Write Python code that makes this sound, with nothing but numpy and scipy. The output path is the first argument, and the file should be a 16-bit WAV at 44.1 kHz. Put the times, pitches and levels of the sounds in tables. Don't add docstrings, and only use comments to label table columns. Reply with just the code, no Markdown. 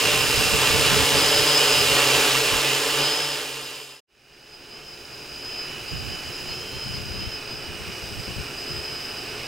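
import sys
import numpy as np
from scipy import signal
from scipy.fft import rfft, irfft, next_fast_len
from scipy.io import wavfile
from scipy.ndimage import map_coordinates

SR = 44100
rng = np.random.default_rng(int(sys.argv[2]) if len(sys.argv) > 2 else 0)


def log_audio(samples):
    frames = np.atleast_2d(samples).T
    limited = np.clip(frames, -1, 1)
    pcm = np.round(limited * 32767).astype(np.int16)
    wavfile.write(sys.argv[1], SR, pcm)


N = 417627
TIME = np.arange(N) / SR
FFT_SIZE = next_fast_len(N)
FREQ = np.maximum(np.fft.rfftfreq(FFT_SIZE, 1 / SR), 1)
STEPS_PER_TURN, COGS_PER_TURN = 42, 56


def undb(db):
    return 10 ** (np.asarray(db) / 20)


def unit(x):
    return x / np.sqrt(np.mean(x ** 2))


def curves(rows):
    time_s, *columns = np.transpose(rows)
    return [np.interp(TIME, time_s, column) for column in columns]


def colour(points):
    hz, db = np.transpose(points)
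    return undb(np.interp(np.log(FREQ), np.log(hz), db))


def shape(x, gain):
    return irfft(rfft(x, FFT_SIZE) * gain, FFT_SIZE)[..., :N]


def noise(gain, band_hz=(0, SR)):
    inside = (FREQ > band_hz[0]) & (FREQ < band_hz[1])
    return shape(rng.standard_normal(N), gain / np.sqrt(np.mean(abs(gain * inside) ** 2)))


def walk(per_s):
    points = rng.standard_normal(4096)
    return 1.2 * np.interp(TIME * per_s, np.arange(len(points)), points)


def turn(hz):
    return 2 * np.pi * (np.cumsum(hz) / SR + rng.random())


def delay(x, lag_s):
    return map_coordinates(x, [(TIME - lag_s) * SR], order=3)


def blade_hum(shafts, rotor_dbs, tones):
    hum = 0
    for shaft, rotor_db in zip(shafts, rotor_dbs):
        for multiple, db in tones:
            gain = undb(db + rotor_db * min(1, 7 / multiple))
            shake = 0.081 * multiple * walk(30)
            hum = hum + gain * np.sin(multiple * shaft + shake)
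    return unit(hum)


def blade_rush(shafts, spectrum, rush_db, hiss_db, chop):
    swish = unit(sum(np.cos(s) + 1.02 * np.cos(2 * s) + .5 * np.cos(4 * s) for s in shafts))
    air = noise(colour(spectrum), band_hz=(600, 2200)) * unit(1 + chop * swish)
    treble = shape(air, 1 / (1 + (5500 / FREQ) ** 6))
    treble_rms = np.std(shape(air, FREQ > 7000))
    return (air - treble) * undb(rush_db) + treble / treble_rms * undb(hiss_db)


def motor_tone(shaft, order, wobble, rough):
    sway = wobble * (np.sin(shaft) + 0.99 * np.sin(2 * shaft + 1)) + rough * walk(260)
    throb = 1 + .3 * wobble * np.cos(shaft + 2) + .15 * walk(22)
    return throb * np.sin(order * shaft + sway)


def motor_whine(shafts, motor_dbs, cog_db, wobble, rough):
    whine = sum(undb(db) * motor_tone(shaft, STEPS_PER_TURN, wobble, rough)
                for shaft, db in zip(shafts, motor_dbs))
    return unit(whine + undb(cog_db) * motor_tone(shafts[0], COGS_PER_TURN, wobble, rough))


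def bell_resonance(pitch_hz, centre_hz=5035, half_width_hz=95):
    detune = (pitch_hz - centre_hz) / half_width_hz
    return 1 / (1 + detune ** 2 + detune ** 4 / 2)


def motor_song(shaft, level_db, in_tune):
    flicker_db = 2.2 * walk(35)
    tone = unit(motor_tone(shaft, 2 * STEPS_PER_TURN, wobble=.4, rough=.15))
    return undb(level_db + flicker_db) * in_tune * tone


# pitch_hz, half_width_hz, level_db
BELL_MODES = [(4963, 130, -0.5), (5214, 150, -1.5)]


def bell_ring(shaft, level_db):
    modes = sum(undb(db) / (1 + ((FREQ - hz) / width) ** 2) for hz, width, db in BELL_MODES)
    return noise(modes) * (1 + 0.1 * np.cos(shaft)) * undb(level_db)


def drone(step_hz, song_hz, levels, motors, tones, spectrum, *, hum_db, slow_hum_db, air_db, chop,
          whine_db, cog_db, wobble, rough, song_db, swell_db):
    rush_db, motor_db, hiss_db, bell_db = curves(levels)
    surge_db = 0.63 * walk(14)
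    rush_db, motor_db = rush_db + surge_db, motor_db + surge_db
    ratios, whine_dbs, hum_dbs = np.transpose(motors)
    shafts = []
    for ratio in ratios:
        trim = 1 + (.003 + .04 * abs(1 - ratio)) * walk(8)
        shafts.append(turn(step_hz / STEPS_PER_TURN * ratio * trim))
    song_hz = song_hz * (1 + .004 * walk(20))
    slow_shaft = turn(song_hz / (2 * STEPS_PER_TURN))
    shafts.append(slow_shaft)
    whine = undb(whine_db + motor_db) * motor_whine(shafts, [*whine_dbs, -8], cog_db, wobble, rough)
    in_tune = bell_resonance(song_hz)
    song = motor_song(slow_shaft, bell_db + song_db, in_tune)
    ring = bell_ring(slow_shaft, bell_db + swell_db * in_tune)
    hum = undb(hum_db + rush_db) * blade_hum(shafts, [*hum_dbs, slow_hum_db], tones)
    rush = undb(air_db) * blade_rush(shafts, spectrum, rush_db, hiss_db, chop)
    return hum + rush, whine + ring + song


def ground_echo(x, lag_s=.00675, share=.6, cutoff_hz=1800):
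    bounce = shape(x, share / (1 + (FREQ / cutoff_hz) ** 2))
    return x + delay(bounce, lag_s * (1 + 0.012 * walk(2.018)))


# freq_hz, level_db
TREE_EQ = [(100, -24), (500, -24), (1200, -16), (2600, -10), (5000, -13), (8000, -9), (15000, -3)]


def tree_scatter(x, t60_s, wash_db=1):
    tails = rng.standard_normal((2, SR // 2)) * undb(-60 * TIME[:SR // 2] / t60_s)
    tails /= np.sqrt(np.sum(tails ** 2, axis=1, keepdims=True))
    wash = shape(x, rfft(tails, FFT_SIZE) * colour(TREE_EQ) * undb(wash_db))
    return x + np.array([delay(channel, .0008 * walk(1.5)) for channel in wash])


def pan(x, image):
    hz, db, lead_rad = np.transpose(image)
    phase = np.interp(np.log(FREQ), np.log(hz), lead_rad)
    lean = colour(np.c_[hz, db / 2]) * np.exp(.5j * phase)
    return shape(x, np.array([lean, 1 / lean]))


# time_s, commutation_hz, song_hz
CLOSE_THROTTLE = [(0.0, 2837, 4880), (0.42, 2749, 4886), (0.9, 2850, 4806), (1.12, 2900, 4910),
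                  (1.2, 2922, 4980), (1.35, 2983, 5040), (1.47, 3013, 4966), (1.57, 2982, 5080),
                  (1.67, 2910, 4980), (1.78, 2850, 5050), (1.86, 2838, 4880), (2.42, 2766, 4780),
                  (2.7, 2850, 4910), (2.95, 2930, 4900), (3.22, 3014, 5090), (3.52, 2834, 4913),
                  (3.78, 2812, 4980), (3.98, 2820, 5006)]
# time_s, rush_db, whine_db, hiss_db, bell_db
CLOSE_FADERS = [(0.0, -29, -26, -30.5, -32.5), (0.43, -29, -23.5, -29.5, -31.5),
                (0.95, -26, -26.5, -29, -31.5), (1.45, -27.5, -26.5, -29.5, -33.5),
                (1.78, -28, -23, -29, -33), (2.2, -25, -25.5, -28.5, -32.5), (2.48, -27, -24, -29.5, -33),
                (3.0, -25, -24, -28, -32), (3.55, -28, -23.5, -29.5, -32.5),
                (3.95, -24.5, -19.5, -26, -30.5)]
# speed_ratio, whine_db, hum_db
CLOSE_MOTORS = [(1.1, -4.5, -12.5), (1.025, -4, -7), (1.0, 0.5, 3), (.975, -4, -6), (.9, -5, -22.5)]
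# shaft_multiple, level_db
CLOSE_PARTIALS = [(2, -5), (4, -6), (6, -2), (8, -0.5), (10, -18), (12, -4.5), (14, -23), (16, -18),
                  (18, -8)]
# freq_hz, level_db
CLOSE_RUSH_EQ = [(80, -14), (200, -15), (330, -1), (450, 5.5), (680, -3.5), (880, -1), (1200, -0.5),
                 (2050, -2), (2700, 0), (3400, 0.5), (4600, -1.5), (5900, -3), (7100, 0.5), (15500, -12)]
# freq_hz, left_minus_right_db, left_lead_rad
CLOSE_IMAGE = [(500, -0.5, 0.0074), (1310, 0, 0.035), (2010, -2, -0.5), (2450, -6, -0.1), (3080, -5, 0.71),
               (3920, 2, 0.73), (4800, 1.5, 0.36), (7500, -1, 0.29), (12600, -0.5, -0.054), (15500, 2, .2)]


def close_hover():
    step_hz, song_hz = curves(CLOSE_THROTTLE)
    air, motors = drone(step_hz, song_hz, CLOSE_FADERS, CLOSE_MOTORS, CLOSE_PARTIALS, CLOSE_RUSH_EQ,
                        hum_db=-6.5, slow_hum_db=-12.5, air_db=-0.5, chop=0.13,
                        whine_db=-2.5, cog_db=-10, wobble=.85, rough=.55, song_db=8.5, swell_db=2)
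    return pan(tree_scatter(ground_echo(air) + motors, t60_s=.4), CLOSE_IMAGE)


# start_s, hold_s, level_db, left_minus_right_db
GUSTS = [(0.03, 0.32, -39.5, -14), (0.378, 0.66, -33, -11.5), (1.12, 0.17, -38.5, -17),
         (1.33, 0.1, -42, -10), (1.74, 0.2, -39, -12), (2.14, 0.04, -42, -10), (2.519, 0.066, -33, -12),
         (5.92, 0.22, -35, -5), (6.25, 0.058, -42, 0), (6.42, 0.36, -44, -1), (6.862, 0.417, -38, 7),
         (7.53, 0.049, -46, 6), (7.68, 0.08, -40, 3), (7.8, 0.09, -37, 3), (8.03, 0.09, -40, 7),
         (8.16, 0.038, -38, -8), (8.28, 0.041, -35, 10), (8.371, 0.046, -34.5, 11), (8.7, 0.08, -40, 3)]
# freq_hz, level_db
RUMBLE_EQ = [(20, -21), (45, 0), (85, 2), (135, 0.5), (200, -4.5), (300, -14.5), (600, -23.5), (2000, -76)]


def wind(breeze_db=-55, gust_trim_db=-2.5, attack_s=.013, release_s=.03, eddy_db=3, eddies_per_s=30):
    power = np.full((2, N), undb(breeze_db) ** 2)
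    for start_s, hold_s, db, side_db in GUSTS:
        end_s = start_s + hold_s
        swell = np.interp(TIME, [start_s - attack_s, start_s, end_s, end_s + release_s], [0, 1, 1, 0])
        gains = undb(db + gust_trim_db + np.array([side_db, -side_db]) / 2)
        power += np.outer(gains, swell) ** 2
    rumble = [noise(colour(RUMBLE_EQ), band_hz=(25, 110)) for _ in range(2)]
    return np.sqrt(power) * rumble * undb(eddy_db * walk(eddies_per_s))


def fades(out_from_s=2.216, cut_s=4.005, zero_s=4.058, return_s=4.068, full_s=6.16):
    down = np.clip((zero_s - TIME) / (zero_s - out_from_s), 0, 1) ** 1.172
    up = np.clip((TIME - zero_s) / (full_s - zero_s), 0, 1) ** 1.017
    gate_shut = np.clip((cut_s - TIME) * 100, 0, 1)
    gate_open = np.clip((TIME - return_s) * 30, 0, 1)
    return down * gate_shut, up * gate_open


# time_s, lag_ms
AIRFRAME_LAG = [(4.1, 0.32), (4.9, 0.32), (5.5, 0.31), (6.6, 0.3), (7.8, 0.35), (9.4, 0.36)]


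def airframe_comb(x, share=.25):
    lag_ms, = curves(AIRFRAME_LAG)
    treble = shape(x, 1 / (1 + (5000 / FREQ) ** 6))
    return x + share * delay(treble, lag_ms / 1000)


# pitch_hz, level_db
DRIVE_TONES = [(7854, -69), (14626, -79), (14853, -79), (15601, -67)]


def drive_whistles(trim_db=2):
    return sum(undb(db + trim_db) * unit(np.sin(turn(hz + 25 * walk(60)))) for hz, db in DRIVE_TONES)


# time_s, commutation_hz
DISTANT_THROTTLE = [(4.3, 2930), (4.57, 2990), (4.66, 2950), (4.83, 3054), (5.0, 2966), (5.35, 2953),
                    (5.5, 3030), (5.78, 2945), (6.0, 2973), (6.46, 2983), (6.58, 3064), (6.76, 3082),
                    (6.9, 2996), (7.1, 2966), (7.3, 3050), (7.42, 2943), (7.56, 3000), (7.7, 2908),
                    (8.08, 2920), (8.25, 2970), (8.45, 2890), (8.67, 2990), (8.86, 3023), (9.13, 2958),
                    (9.46, 2930)]
# time_s, rush_db, whine_db, hiss_db, bell_db
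DISTANT_FADERS = [(4.3, -42, -42.5, -48.5, -43.5), (5.0, -43.5, -44, -49, -41.5),
                  (5.5, -43, -40, -48.5, -42), (6.2, -44.5, -40, -49, -42.5),
                  (6.8, -44.5, -42.5, -49.5, -42), (7.55, -45, -43, -52.5, -45),
                  (8.0, -44, -44, -49, -42.5), (8.85, -43.5, -43, -49.2, -42.5),
                  (9.4, -43, -43.5, -49.5, -42.5)]
# speed_ratio, whine_db, hum_db
DISTANT_MOTORS = [(1.005, 1.5, 1.5), (0.99, -0.5, -2), (.895, -2.5, -7), (.865, -6, -6.5), (.84, -5.5, -5)]
# shaft_multiple, level_db
DISTANT_PARTIALS = [(2, -2), (4, -8.5), (5, -9), (6, 1), (8, -15), (10, -14), (12, -6.5)]
# freq_hz, level_db
DISTANT_RUSH_EQ = [(50, 4), (200, 1.5), (380, 7), (600, 2), (1000, -1.5), (1550, 2), (2000, -2), (2600, 4),
                   (3300, -4), (4200, -3), (6000, -7.5), (8000, -10), (11000, -16.5), (15500, -19.5)]
# freq_hz, left_minus_right_db, left_lead_rad
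DISTANT_IMAGE = [(476, 0.4, 0), (1250, -6, 0), (2400, -4.5, 0), (4450, 0, 0), (15000, -1.5, 0)]


def distant_hover(song_ratio=1.672):
    step_hz, = curves(DISTANT_THROTTLE)
    air, motors = drone(step_hz, song_ratio * step_hz,
                        DISTANT_FADERS, DISTANT_MOTORS, DISTANT_PARTIALS, DISTANT_RUSH_EQ,
                        hum_db=-2, slow_hum_db=-2.5, air_db=0.5, chop=0.083,
                        whine_db=0.5, cog_db=-11, wobble=.55, rough=.35, song_db=7.2, swell_db=1.2)
    craft = airframe_comb(air) + motors + drive_whistles()
    return pan(tree_scatter(craft, t60_s=.5), DISTANT_IMAGE)


# start_s, length_s, start_hz, end_hz, level_db
BIRD_CALLS = [(6.48, 0.063, 4400, 4170, -39), (6.708, 0.07, 4280, 4090, -47),
              (6.814, 0.058, 4300, 4350, -45), (6.932, 0.054, 4320, 4397, -43)]


def bird():
    calls = np.zeros(N)
    for start_s, length_s, start_hz, end_hz, db in BIRD_CALLS:
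        along = np.clip((TIME - start_s) / length_s, 0, 1)
        pitch_hz = start_hz + (end_hz - start_hz) * along + 40 * walk(200)
        calls += undb(db) * np.sin(np.pi * along) * np.sin(turn(pitch_hz))
    return calls


def scene():
    buffet = wind()
    fade_out, fade_in = fades()
    return fade_out * (close_hover() + buffet) + fade_in * (distant_hover() + buffet + bird())


def record(dry):
    return signal.sosfilt(signal.ellip(12, .1, 80, 15800, fs=SR, output="sos"), dry)


dry = scene()
out = record(dry)
log_audio(out)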